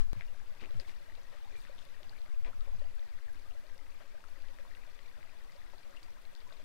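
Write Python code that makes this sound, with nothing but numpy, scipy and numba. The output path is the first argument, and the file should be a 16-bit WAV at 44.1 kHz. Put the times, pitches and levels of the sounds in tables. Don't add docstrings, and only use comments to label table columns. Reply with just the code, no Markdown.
import sys
import numpy as np
from scipy import signal
from scipy.fft import rfft, irfft, next_fast_len
from scipy.io import wavfile
from scipy.ndimage import uniform_filter1d
from numba import njit

SR = 44100
rng = np.random.default_rng(int(sys.argv[2]) if len(sys.argv) > 2 else 0)


def boost_factor(decibels):
    exponent = np.asarray(decibels, float) / 20
    return 10 ** exponent


def materialize(psi):
    bounded = np.clip(np.atleast_2d(psi).T, -1, 1)
    quanta = np.round(bounded * 32767).astype(np.int16)
    wavfile.write(sys.argv[1], SR, quanta)


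N = 292824
CUT_S, TOP_HZ = 0.13218, 15750

# frequency in Hz, level in dB.
LEFT_COLOUR_HZ_DB = [(20, -58), (45, -84), (110, -81), (250, -87), (450, -87), (900, -88), (2000, -89),
                     (2900, -94.5), (4500, -92.5), (7000, -102.4), (10000, -105.1), (15500, -108.0)]
# frequency in Hz, level in dB.
RIGHT_COLOUR_HZ_DB = [(20, -63), (45, -81), (110, -86), (250, -92.5), (450, -94.5), (900, -95.5),
                      (2000, -97), (2900, -99.3), (4500, -101.8), (7000, -104.9), (10000, -107.0),
                      (15500, -108.8)]
# resonance in Hz, width in Hz, level in dB.
HOLLOWS = [
    (560, 28, 2),
    (650, 91, -8),
    (970, 54, -4),
    (1200, 117, -6),
    (1609, 24, 1.5),
    (1890, 143, -3.5),
    (2500, 560, -6.5),
    (3500, 36, 3.5),
]
# time in seconds, level in dB re usual.
FLOW_DB = [(0.0, -6), (0.13, 0), (0.3, 1), (0.53, 2.5), (0.77, 5), (1.15, 1.5), (1.71, 5), (1.94, 2.5),
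           (2.18, 4), (2.41, -1), (2.65, 2.5), (3.59, 1), (4.76, 2.5), (5.7, 2), (5.94, 4.5), (6.17, 0),
           (6.41, 2), (6.64, 3)]
# time in seconds, slow swing in dB.
SWAY_DB = [(0.14, -38.5), (0.27, -40.5), (0.6, -43), (0.8, -36), (0.95, -45.5), (1.35, -47), (1.55, -44),
           (1.8, -47), (2.2, -44.5), (2.38, -34.5), (2.55, -38.5), (2.8, -35), (3.0, -40), (4.2, -48),
           (4.43, -41), (4.6, -46.5), (5.9, -49.5), (6.64, -47)]
# start in seconds, peak in dB, pitch in Hz, t60 in seconds.
BUMPS = [(0.159, -34, 108, 0.16), (0.31, -53.5, 116, 0.62), (0.74, -34.5, 107.2, 0.19),
         (2.286, -47.5, 96, 0.18), (2.569, -52, 107.6, 0.33), (2.735, -41.5, 108, 0.19),
         (0.56, -58, 188, 0.083), (5.88, -54, 164, 0.16), (6.24, -59.5, 205, 0.19), (5.181, -51, 150, 0.14),
         (1.168, -58, 55, .15), (1.781, -55, 65.4, 0.16), (2.061, -53, 75, 0.19), (4.8, -63, 99.3, 0.44),
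         (5.73, -58, 50, 0.17), (6.449, -61, 61, 0.34)]
# start in seconds, length in
# seconds, level in dB, centre in Hz, width in Hz.
RUBS_AND_SPLASHES = [(0.161, 0.12, -61, 1980, 1470), (0.604, 0.054, -55.5, 2200, 1590), (0.616, 0.076, -54.5, 410, 500),
                     (0.71, 0.06, -70, 2500, 4000), (0.796, 0.033, -58.5, 3000, 3500), (0.87, 0.07, -60.5, 3230, 4000),
                     (1.316, 0.13, -61, 1200, 2000), (1.558, 0.12, -67.5, 6750, 8100), (2.448, 0.058, -56, 2170, 1400),
                     (2.45, 0.083, -54.5, 460, 604), (4.003, 0.043, -57, 890, 1500), (5.724, 0.037, -60, 800, 1200),
                     (1.783, 0.081, -63, 3000, 3500), (5.962, .02, -68, 5000, 6000), (6.03, .02, -66, 5000, 6000),
                     (6.531, 0.016, -61, 1500, 3000), (6.598, .016, -65, 1200, 3020), (1.149, 0.016, -64, 2200, 3500),
                     (4.59, 0.035, -64, 1500, 2500), (5.505, .08, -70, 4470, 3000)]
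# time in seconds, pitch in Hz, level in dB.
HUM = [
    (.9, 112.4, -91),
    (1.1, 111, -72.5),
    (2.2, 114.3, -66.5),
    (2.9, 117, -86),
    (3.2, 116.7, -67),
    (3.5, 114, -89),
]
# start in seconds, pitch in Hz, peak in dB.
LEFT_DROPS = [(0.1509, 1040, -41), (0.2098, 2070, -24.5), (0.2214, 2140, -34), (0.6115, 2400, -37),
              (0.6293, 2760, -39), (0.6384, 2000, -32), (0.6579, 2500, -35), (0.7087, 3570, -38),
              (0.8, 1860, -34.5), (0.8787, 970, -42), (0.8947, 2130, -34), (1.1533, 3560, -38),
              (1.6511, 1860, -36.5), (2.032, 3406, -36), (2.217, 3960, -49), (2.4476, 2320, -32.5),
              (2.4553, 2140, -42), (2.4619, 2250, -42), (2.6083, 3660, -37.5), (4.0192, 1500, -45),
              (4.2403, 1330, -36), (4.5867, 1890, -36.5), (4.6512, 970, -39.5), (4.9915, 1850, -38.5),
              (4.9907, 2840, -38), (5.2294, 2040, -36), (5.735, 940, -44), (6.3516, 4120, -34.5),
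              (6.5289, 3840, -39)]
# start in seconds, pitch in Hz, peak in dB.
GLUGS = [(0.207, 650, -49), (0.519, 624, -50), (0.704, 555, -49), (0.791, 530, -45), (1.082, 617, -49),
         (1.325, 517, -54), (1.345, 560, -45.5), (1.695, 548, -41), (2.003, 580, -47.5), (2.258, 590, -50),
         (2.672, 544, -45), (2.816, 572, -40.5), (2.986, 616, -56), (3.511, 664, -51), (3.549, 590, -49),
         (3.644, 612, -49), (3.758, 523, -55), (4.004, 585, -46), (4.143, 600, -44.5), (4.285, 687, -61),
         (4.487, 530, -51), (4.592, 550, -46), (4.642, 503, -54), (4.872, 600, -54), (5.178, 584, -51.5),
         (5.334, 650, -55), (5.552, 560, -48), (5.944, 620, -52), (6.52, 620, -47), (6.597, 587, -47.5)]
# start in seconds, pitch in Hz, peak in dB, ring in ms.
LEFT_PINGS = [(0.282, 2780, -47, 6.5), (0.624, 355, -45, 14), (0.624, 850, -54, 16),
              (0.647, 2380, -37, 3.2), (0.742, 261, -68, 45), (0.799, 4580, -30, 1.7),
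              (0.799, 10240, -47, 2.9), (0.816, 382, -51.5, 21), (0.882, 3850, -46, 3.3),
              (0.887, 333, -46, 11), (0.887, 2220, -46, 10), (1.0976, 1870, -41.5, 3.6),
              (1.452, 845, -48, 12), (1.528, 406, -50.5, 17), (1.5549, 2280, -41, 5),
              (1.7901, 3380, -39, 1.9), (1.852, 10200, -44, 1.6), (2.0948, 4230, -37, 2),
              (2.461, 960, -50, 28), (2.609, 1230, -47, 11), (3.292, 1570, -49.5, 19),
              (3.331, 10820, -45, 2), (4.2, 863, -51, 23), (4.7126, 1770, -42.5, 5.2),
              (5.745, 363, -51, 10), (5.97, 2680, -40.5, 7.4), (6.222, 10500, -49, 1.5),
              (6.4041, 4640, -43, 2), (6.467, 970, -46.5, 12), (6.506, 1490, -45.5, 9.6)]
# start in seconds, pitch in Hz, peak in dB, ring in ms.
RIGHT_BUBBLES = [(0.2115, 1650, -48, 2.2), (0.4505, 930, -52, 4.6), (0.771, 7330, -48, 1.1),
                 (1.233, 6200, -49, 2.7), (1.447, 3600, -50, 4), (1.449, 780, -51, 28),
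                 (1.573, 2350, -52, 20), (1.6719, 1430, -48, 4.6), (1.726, 3780, -51, 3.3),
                 (2.108, 815, -50, 11), (2.127, 1520, -49, 5.9), (2.313, 2140, -56, 10),
                 (2.5313, 1300, -43.5, 5), (2.679, 867, -44.5, 4.3), (2.732, 756, -52, 18),
                 (2.793, 3930, -50, 4), (2.843, 714, -49, 11), (3.421, 4840, -48, 2),
                 (4.2054, 2500, -51, 1.8), (4.3611, 1950, -54, 4.1), (4.4214, 4090, -43, 0.66),
                 (4.4853, 3260, -42, 0.76), (4.649, 1330, -56, 10), (5.2941, 2350, -46.5, 2.7),
                 (5.5218, 4630, -43, 0.96), (5.5634, 4340, -45, 1.2), (5.964, 2750, -53, 3.3),
                 (6.0306, 4300, -39, 0.92), (6.03, 8000, -54, 2), (6.057, 706, -55, 20)]
# start in seconds, pitch in Hz, level in dB.
TRICKLE = [(0.1934, 2290, -49), (0.1992, 905, -49.5), (0.3445, 1550, -49), (0.5987, 2500, -47),
           (0.8495, 2090, -47), (0.938, 2750, -51), (1.1213, 1890, -48), (1.3393, 914, -51),
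           (1.3707, 1200, -59), (1.4006, 860, -56), (1.5404, 1940, -49), (1.5688, 2270, -48),
           (1.6625, 1760, -49), (1.67, 2510, -50), (1.6835, 1440, -49), (1.8174, 1500, -51),
           (1.818, 2480, -55), (1.8644, 2070, -51), (2.1323, 1620, -47), (2.1628, 2220, -47),
           (2.1785, 2290, -48), (2.2601, 2120, -49), (2.3455, 2520, -49), (2.4635, 660, -52),
           (2.4753, 2290, -53), (2.6933, 1110, -53), (2.7282, 980, -51.5), (2.8867, 2730, -52),
           (3.0273, 1900, -47.5), (3.1881, 1800, -47), (3.2819, 1744, -47), (3.5098, 2740, -48),
           (3.52, 2730, -51), (3.6964, 1900, -49), (3.7906, 2000, -50), (4.0007, 1320, -58),
           (4.3585, 1930, -51), (4.3671, 1220, -56), (4.4426, 1610, -53), (4.4902, 1850, -54),
           (4.7369, 1900, -48), (4.7503, 2700, -49), (4.7505, 1910, -52), (4.7705, 1910, -46),
           (4.8356, 1930, -48), (5.1128, 1810, -50.5), (5.172, 1470, -54), (5.2735, 1920, -49),
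           (5.4068, 1870, -47.5), (5.6164, 1850, -47), (5.6645, 2090, -48.5), (5.9381, 1210, -50),
           (6.1698, 985, -51.5), (6.2519, 2510, -49), (6.3381, 2500, -52), (6.523, 1090, -50),
           (6.5242, 2060, -50)]
# start in seconds, pitch in Hz, level in dB.
LEFT_SPRAY = [(0.6104, 4530, -52), (0.6154, 4500, -50), (0.6231, 5070, -56), (0.6442, 2920, -54),
              (0.772, 7080, -61), (0.8606, 12370, -60), (0.8905, 11060, -53), (0.8949, 4080, -48),
              (1.0298, 11060, -54), (1.234, 6330, -55), (1.5641, 3620, -49), (1.6043, 4530, -50),
              (1.6183, 3620, -50), (1.7505, 9890, -55), (1.7821, 3440, -46), (1.8196, 3280, -52),
              (1.8529, 4150, -51), (1.8884, 3600, -53), (2.1703, 11060, -52), (2.2166, 3900, -46),
              (2.2796, 7080, -56), (2.4649, 3620, -54), (2.9529, 11060, -51), (2.9943, 3600, -47),
              (3.3924, 7140, -58), (3.5976, 11060, -56), (3.6663, 4530, -54), (3.7462, 9890, -52),
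              (3.778, 11060, -58), (3.7797, 5100, -47.5), (3.8805, 11060, -58), (3.942, 11100, -58),
              (4.7507, 3500, -48), (4.7938, 11060, -60), (5.4394, 8850, -58), (5.5031, 11060, -57),
              (5.5222, 10000, -59), (5.7206, 5600, -55), (5.7402, 5600, -55), (5.7824, 4300, -47),
              (5.9092, 6330, -53), (5.9659, 2880, -52), (6.0346, 4530, -47), (6.105, 5530, -53),
              (6.2171, 8800, -57), (6.2531, 4030, -48), (6.3425, 6330, -59), (6.3635, 4450, -48),
              (6.5244, 3620, -45), (6.6396, 8850, -58)]
# start in seconds, pitch in Hz, level in dB.
GURGLES = [(0.1661, 526, -58), (0.2862, 527, -57), (0.3472, 685, -51.5), (0.6157, 223, -51.5),
           (0.628, 358, -46), (0.7043, 395, -58), (0.7384, 610, -57), (0.7966, 235, -60),
           (1.1163, 338, -60.5), (1.1779, 620, -56), (1.5481, 428, -53), (1.8668, 535, -56.5),
           (2.0195, 363, -59), (2.3377, 630, -58), (2.5333, 238, -61.5), (2.7463, 570, -56),
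           (3.3517, 282, -61), (3.4597, 640, -58), (3.8175, 290, -62), (4.2864, 710, -58),
           (4.3742, 329, -62), (5.7343, 576, -52), (5.863, 593, -54), (5.9222, 383, -59), (6.328, 570, -57),
           (6.6261, 290, -60)]
# start in seconds, pitch in Hz, level in dB.
PLINKS = [(0.3998, 1600, -49), (0.4154, 830, -54), (0.5765, 2770, -58), (0.6326, 470, -53),
          (0.7435, 2100, -51), (0.7446, 2970, -52), (1.1004, 845, -54), (1.3692, 1200, -56),
          (1.402, 2970, -58), (1.4241, 3000, -51), (1.4729, 970, -51), (1.8891, 2560, -54),
          (2.0437, 2770, -50), (2.2788, 1470, -52), (2.8402, 2970, -51), (2.9805, 1560, -52),
          (3.1284, 2070, -51), (3.9448, 1200, -53), (4.1794, 1550, -48), (4.4045, 2370, -52),
          (4.4449, 1120, -55), (4.5848, 1270, -55), (4.6061, 1580, -52), (5.239, 1260, -51),
          (5.293, 2410, -53), (5.4429, 1120, -53), (5.4949, 1950, -51), (5.9473, 1920, -46),
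          (6.082, 930, -52), (6.5071, 1110, -50)]
# start in seconds, pitch in Hz, level in dB.
RIGHT_SPRAY = [(0.1944, 4920, -52), (0.2509, 3650, -53), (0.2672, 4920, -52), (0.2775, 2710, -57),
               (0.3937, 6000, -51), (1.014, 4460, -56), (1.0471, 4030, -58), (1.1225, 4460, -55),
               (1.2245, 5440, -57), (1.3215, 3310, -55), (1.4402, 3590, -58), (1.5099, 1610, -52),
               (1.5151, 6000, -51), (1.5524, 1350, -56), (1.6035, 6630, -60), (1.671, 2360, -49),
               (1.9641, 1640, -51), (1.9789, 2700, -56), (2.0579, 10900, -61), (2.4491, 1490, -58),
               (2.7945, 9870, -64), (2.8573, 660, -50), (3.3964, 4460, -51), (3.8662, 2000, -54),
               (3.9062, 6000, -54), (3.9166, 4030, -61), (3.9167, 2220, -61), (3.9781, 2200, -54),
               (4.2054, 4500, -57), (4.7573, 7400, -60), (4.9477, 6000, -53), (5.5766, 4030, -58),
               (5.9645, 4460, -50), (5.9651, 7330, -53), (6.0301, 2220, -54), (6.222, 10900, -57),
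               (6.3314, 8940, -51), (6.4757, 6630, -51), (6.499, 3650, -55)]

DROP_CYCLES = 3
GLUG_RING_MS, GLUG_USUAL_DB, GLUG_SHORTEN = 14.3, -46, 0.43
STRAY_CYCLES, STRAY_LOW_HZ, STRAY_RANGE = 18, 422, 15
JERK_DB, JERK_RISE_S, JERK_FALL_S = -10.5, 0.025, 0.054
CALM_SHAKE_DB, HARD_SWING_DB, HARD_SHAKE_DB, SHAKE_PER_SWING = -72, -35.5, -59.5, 2.7


def read(table):
    s, *columns = np.transpose(table)
    return [np.interp(np.arange(N) / SR, s, c) for c in columns]


def unit(x):
    return x / np.sqrt(np.mean(x ** 2))


def steady(x, span_s=0.16):
    return unit(x / np.sqrt(uniform_filter1d(x ** 2, int(span_s * SR)) + 1e-30))


def band(x, hz, width_hz):
    return signal.lfilter(*signal.iirpeak(hz, hz / width_hz, fs=SR), x)


def colour(x, table):
    hz, db = np.transpose(table)
    size = next_fast_len(N)
    f = np.maximum(np.arange(size // 2 + 1) * SR / size, 1)
    gain = boost_factor(np.interp(np.log(f), np.log(hz), db)) * (f < TOP_HZ)
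    return irfft(rfft(x, size) * gain, size)[:N]


def walk(rate_hz):
    k = int(SR / rate_hz)
    held = np.repeat(rng.standard_normal(N // k + 1), k)
    return 0.88 * uniform_filter1d(uniform_filter1d(held, k), k)[:N]


@njit
def rings(start, hz, gain, fade, rise, glide):
    y = np.zeros(N)
    for k in range(len(hz)):
        z = gain[k] + 0j
        p = np.exp(2j * np.pi * hz[k] / SR - 1 / fade[k])
        turn = np.exp(2j * np.pi * hz[k] * glide[k] / fade[k] / SR)
        shut, opening = 1., np.exp(-1 / (rise * fade[k]))
        for i in range(int(start[k]), min(int(start[k] + 5 * fade[k]), N)):
            y[i] += z.imag * (1 - shut)
            z, p, shut = z * p, p * turn, shut * opening
    return y


def babble(table, cycles=7.7, scatter_db=0.5, hiss_db=-4, gust_db=1.7, flow_share=0.46, count=6000):
    flow_db, = read(FLOW_DB)
    chance = rng.random((count, 5)).T
    hz = 220 * 60 ** chance[1]
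    start = chance[0] * (N - 1)
    eddies = np.array([walk(16) for _ in range(4)])[(4 * chance[1]).astype(int), start.astype(int)]
    gusts = gust_db * (eddies + 0.5 * walk(30)[start.astype(int)])
    size_db = np.minimum(gusts - scatter_db * np.log(1 - chance[2]), 8)
    fade = cycles * (0.48 + 1.41 * chance[3]) * SR / hz
    gain = boost_factor(size_db) * hz / (1 + (hz / 7000) ** 2)
    grains = rings(start, hz, gain, fade, 0.19, 0.0673 * chance[4])
    crowd = boost_factor(-9.5) * unit(grains) + boost_factor(hiss_db) * rng.standard_normal(N)
    fine = signal.sosfilt(signal.butter(2, 5800, "high", fs=SR, output="sos"), crowd)
    fine_db = 3.0 + 0.078 * flow_db + 0.9 * walk(7.4)
    crowd = (crowd - fine) * boost_factor(flow_share * flow_db) + fine * boost_factor(fine_db)
    crowd = signal.sosfilt(signal.butter(4, 42, "high", fs=SR, output="sos"), crowd)
    return colour(crowd, table) * boost_factor(35.5)


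def arm_swing(noise):
    arm = signal.butter(5, 13, fs=SR, output="sos")
    return steady(signal.sosfilt(arm, band(noise, 7.0, 5.0) + 0.22 * band(noise, 6.0, 2.9)))


def hand_shake(noise):
    return steady(band(band(noise, 28, 24), 32, 52))


def shake_level_db(swing_db):
    s, db, _, _ = np.transpose(BUMPS)
    since_s = np.arange(N) / SR - s[:, None]
    jerks = boost_factor(db + JERK_DB) @ np.exp(np.minimum(since_s / JERK_RISE_S, -since_s / JERK_FALL_S))
    swung = boost_factor(HARD_SHAKE_DB + SHAKE_PER_SWING * (swing_db - HARD_SWING_DB))
    return 20 * np.log10(boost_factor(CALM_SHAKE_DB) + swung + jerks)


def housing_bumps():
    s, db, hz, t60_s = np.transpose(BUMPS)
    fade = t60_s * SR / np.log(1000)
    low = rings(s * SR, hz, boost_factor(db), fade, 0.48, 0 * s)
    return low + rings(s * SR, 1.75 * hz, boost_factor(db - 9.5), 0.74 * fade, 0.2, 0 * s)


def motor_hum():
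    hz, db = read(HUM)
    return boost_factor(db + 1.7 * walk(13.0)) * np.sin(2 * np.pi * np.cumsum(hz) / SR)


def motor_drone():
    noise = rng.standard_normal(N)
    return boost_factor(-68.5) * np.exp(-np.arange(N) / SR / 1.26) * unit(band(band(noise, 79, 70), 115, 83))


def rubs_and_splashes():
    rubs, t = 0, np.arange(N) / SR
    for s, length_s, db, hz, width_hz in RUBS_AND_SPLASHES:
        slips = rng.random(N) < 700 / SR
        catches = rng.standard_normal(N) * (slips + boost_factor(-9))
        shape = np.clip((t - s) / 0.0014, 0, 1) * np.clip((s + length_s - t) / (0.5 * length_s), 0, 1)
        rubs = rubs + boost_factor(db) * shape * unit(band(band(catches, hz, width_hz), hz, 1.7 * width_hz))
    return rubs


def hand():
    swing_db, = read(SWAY_DB)
    shake_db = shake_level_db(swing_db)
    swing = [arm_swing(n) for n in rng.standard_normal((2, N))]
    shake = [hand_shake(n) for n in rng.standard_normal((2, N))]
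    body = housing_bumps() + motor_hum()
    rubs = rubs_and_splashes()
    left = boost_factor(swing_db + 6.0) * swing[0] + boost_factor(shake_db - 8.5) * shake[0] + body + rubs
    right = boost_factor(swing_db - 2.5) * (0.6 * swing[1] - 0.64 * swing[0]) + boost_factor(0.5 * shake_db - 38.5) * shake[1]
    right = right + boost_factor(-13.0) * np.roll(body, -130) + motor_drone() + boost_factor(-16.0) * rubs
    return np.array([left, right])


def jolt(hz=9.8, rise_hz=17, start_rad=0.76, swing_db=-17.0, fast_s=0.036, rest=0.4):
    t = np.arange(N) / SR
    swing = boost_factor(swing_db) * (rest + (1 - rest) * np.exp(-(t / fast_s) ** 2))
    wave = swing * np.sin(2 * np.pi * (hz * t + rise_hz * t ** 2) + start_rad)
    rustle = boost_factor(-43.5) * np.exp(-t / 0.019) * unit(band(rng.standard_normal(N), 1030, 730))
    rustle = rustle + boost_factor(-57.5) * np.exp(-t / 0.04) * unit(band(rng.standard_normal(N), 3200, 2300))
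    return (rustle - wave) * np.array([[1], [-boost_factor(-11.5)]])


def faint(table, cycles, lift_db, rise=0.26, glide=0.019):
    s, hz, db = np.transpose(table)
    return rings(s * SR, hz, boost_factor(db + lift_db), cycles * SR / hz, rise, glide + 0 * s)


def strays(db, spread_db, count):
    s, size, strength, ring = rng.random((count, 4)).T
    hz = STRAY_LOW_HZ * STRAY_RANGE ** size
    ring_ms = 1000 * STRAY_CYCLES * (0.55 + 1.6 * ring) / hz
    return np.transpose([s * N / SR, hz, db + spread_db * strength, ring_ms])


def clear_bubbles(table, glide=0.043, tick_db=-6, tick_cycles=0.54):
    s, hz, db, ring_ms = np.transpose(table)
    chance = rng.random((len(s), 2)).T
    fade = 0.61 * ring_ms * SR / 1000 / (1 + (hz / 6000) ** 2)
    pings = rings(s * SR, hz, boost_factor(db), fade, 0.19, glide * (0.18 + chance[0]))
    tick_hz = np.minimum(hz * (1.16 + 0.44 * chance[1]), 0.3 * SR)
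    return pings + rings(s * SR, tick_hz, boost_factor(db + tick_db), tick_cycles * SR / tick_hz, 0.6, 0 * s)


def drops():
    _, hz, _ = np.transpose(LEFT_DROPS)
    return clear_bubbles(np.column_stack([LEFT_DROPS, 1000 * DROP_CYCLES / hz]), tick_db=-12)


def glugs():
    _, _, db = np.transpose(GLUGS)
    ring_ms = GLUG_RING_MS * boost_factor(GLUG_SHORTEN * (GLUG_USUAL_DB - db))
    return clear_bubbles(np.column_stack([GLUGS, ring_ms]))


def stones(x, wet_db=-9, fade_s=0.019):
    t = np.arange(SR // 10) / SR
    tail = rng.standard_normal(len(t)) * np.exp(-t / fade_s)
    return boost_factor(wet_db) * signal.fftconvolve(x, tail / np.sqrt(np.sum(tail ** 2)))[:N]


def creek():
    left = babble(LEFT_COLOUR_HZ_DB)
    left = left + sum(boost_factor(db) * band(left, hz, width_hz) for hz, width_hz, db in HOLLOWS)
    near = drops() + glugs() + clear_bubbles(LEFT_PINGS)
    left = left + near + stones(near)
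    left = left + faint(TRICKLE, 3.65, 5.2) + faint(LEFT_SPRAY, 2.4, 7.4)
    left = left + faint(GURGLES, 3.14, 7.4) + faint(PLINKS, 5.1, 3.2)
    right = babble(RIGHT_COLOUR_HZ_DB, scatter_db=-1.0, hiss_db=-3.0, gust_db=1.0, flow_share=0.31)
    right = right + clear_bubbles(RIGHT_BUBBLES) + clear_bubbles(strays(-63, 4.1, count=60))
    right = right + faint(RIGHT_SPRAY, 2.5, 3.7)
    to_left = boost_factor(-2) * band(right, 2500, 2200)
    to_right = boost_factor(-31) * np.roll(band(left, 720, 1200), -3)
    return np.array([left + to_left, right - to_right])


def scene():
    t = np.arange(N) / SR
    cave = np.arange(N) < CUT_S * SR
    settle = np.clip((t - CUT_S) / 0.012, 0, 1)
    return creek() + np.where(cave, jolt(), settle * hand())


def band_limit(x):
    return signal.sosfilt(signal.butter(12, 15740, fs=SR, output="sos"), x)


def record(dry):
    return band_limit(dry)


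dry = scene()
out = record(dry)
materialize(out)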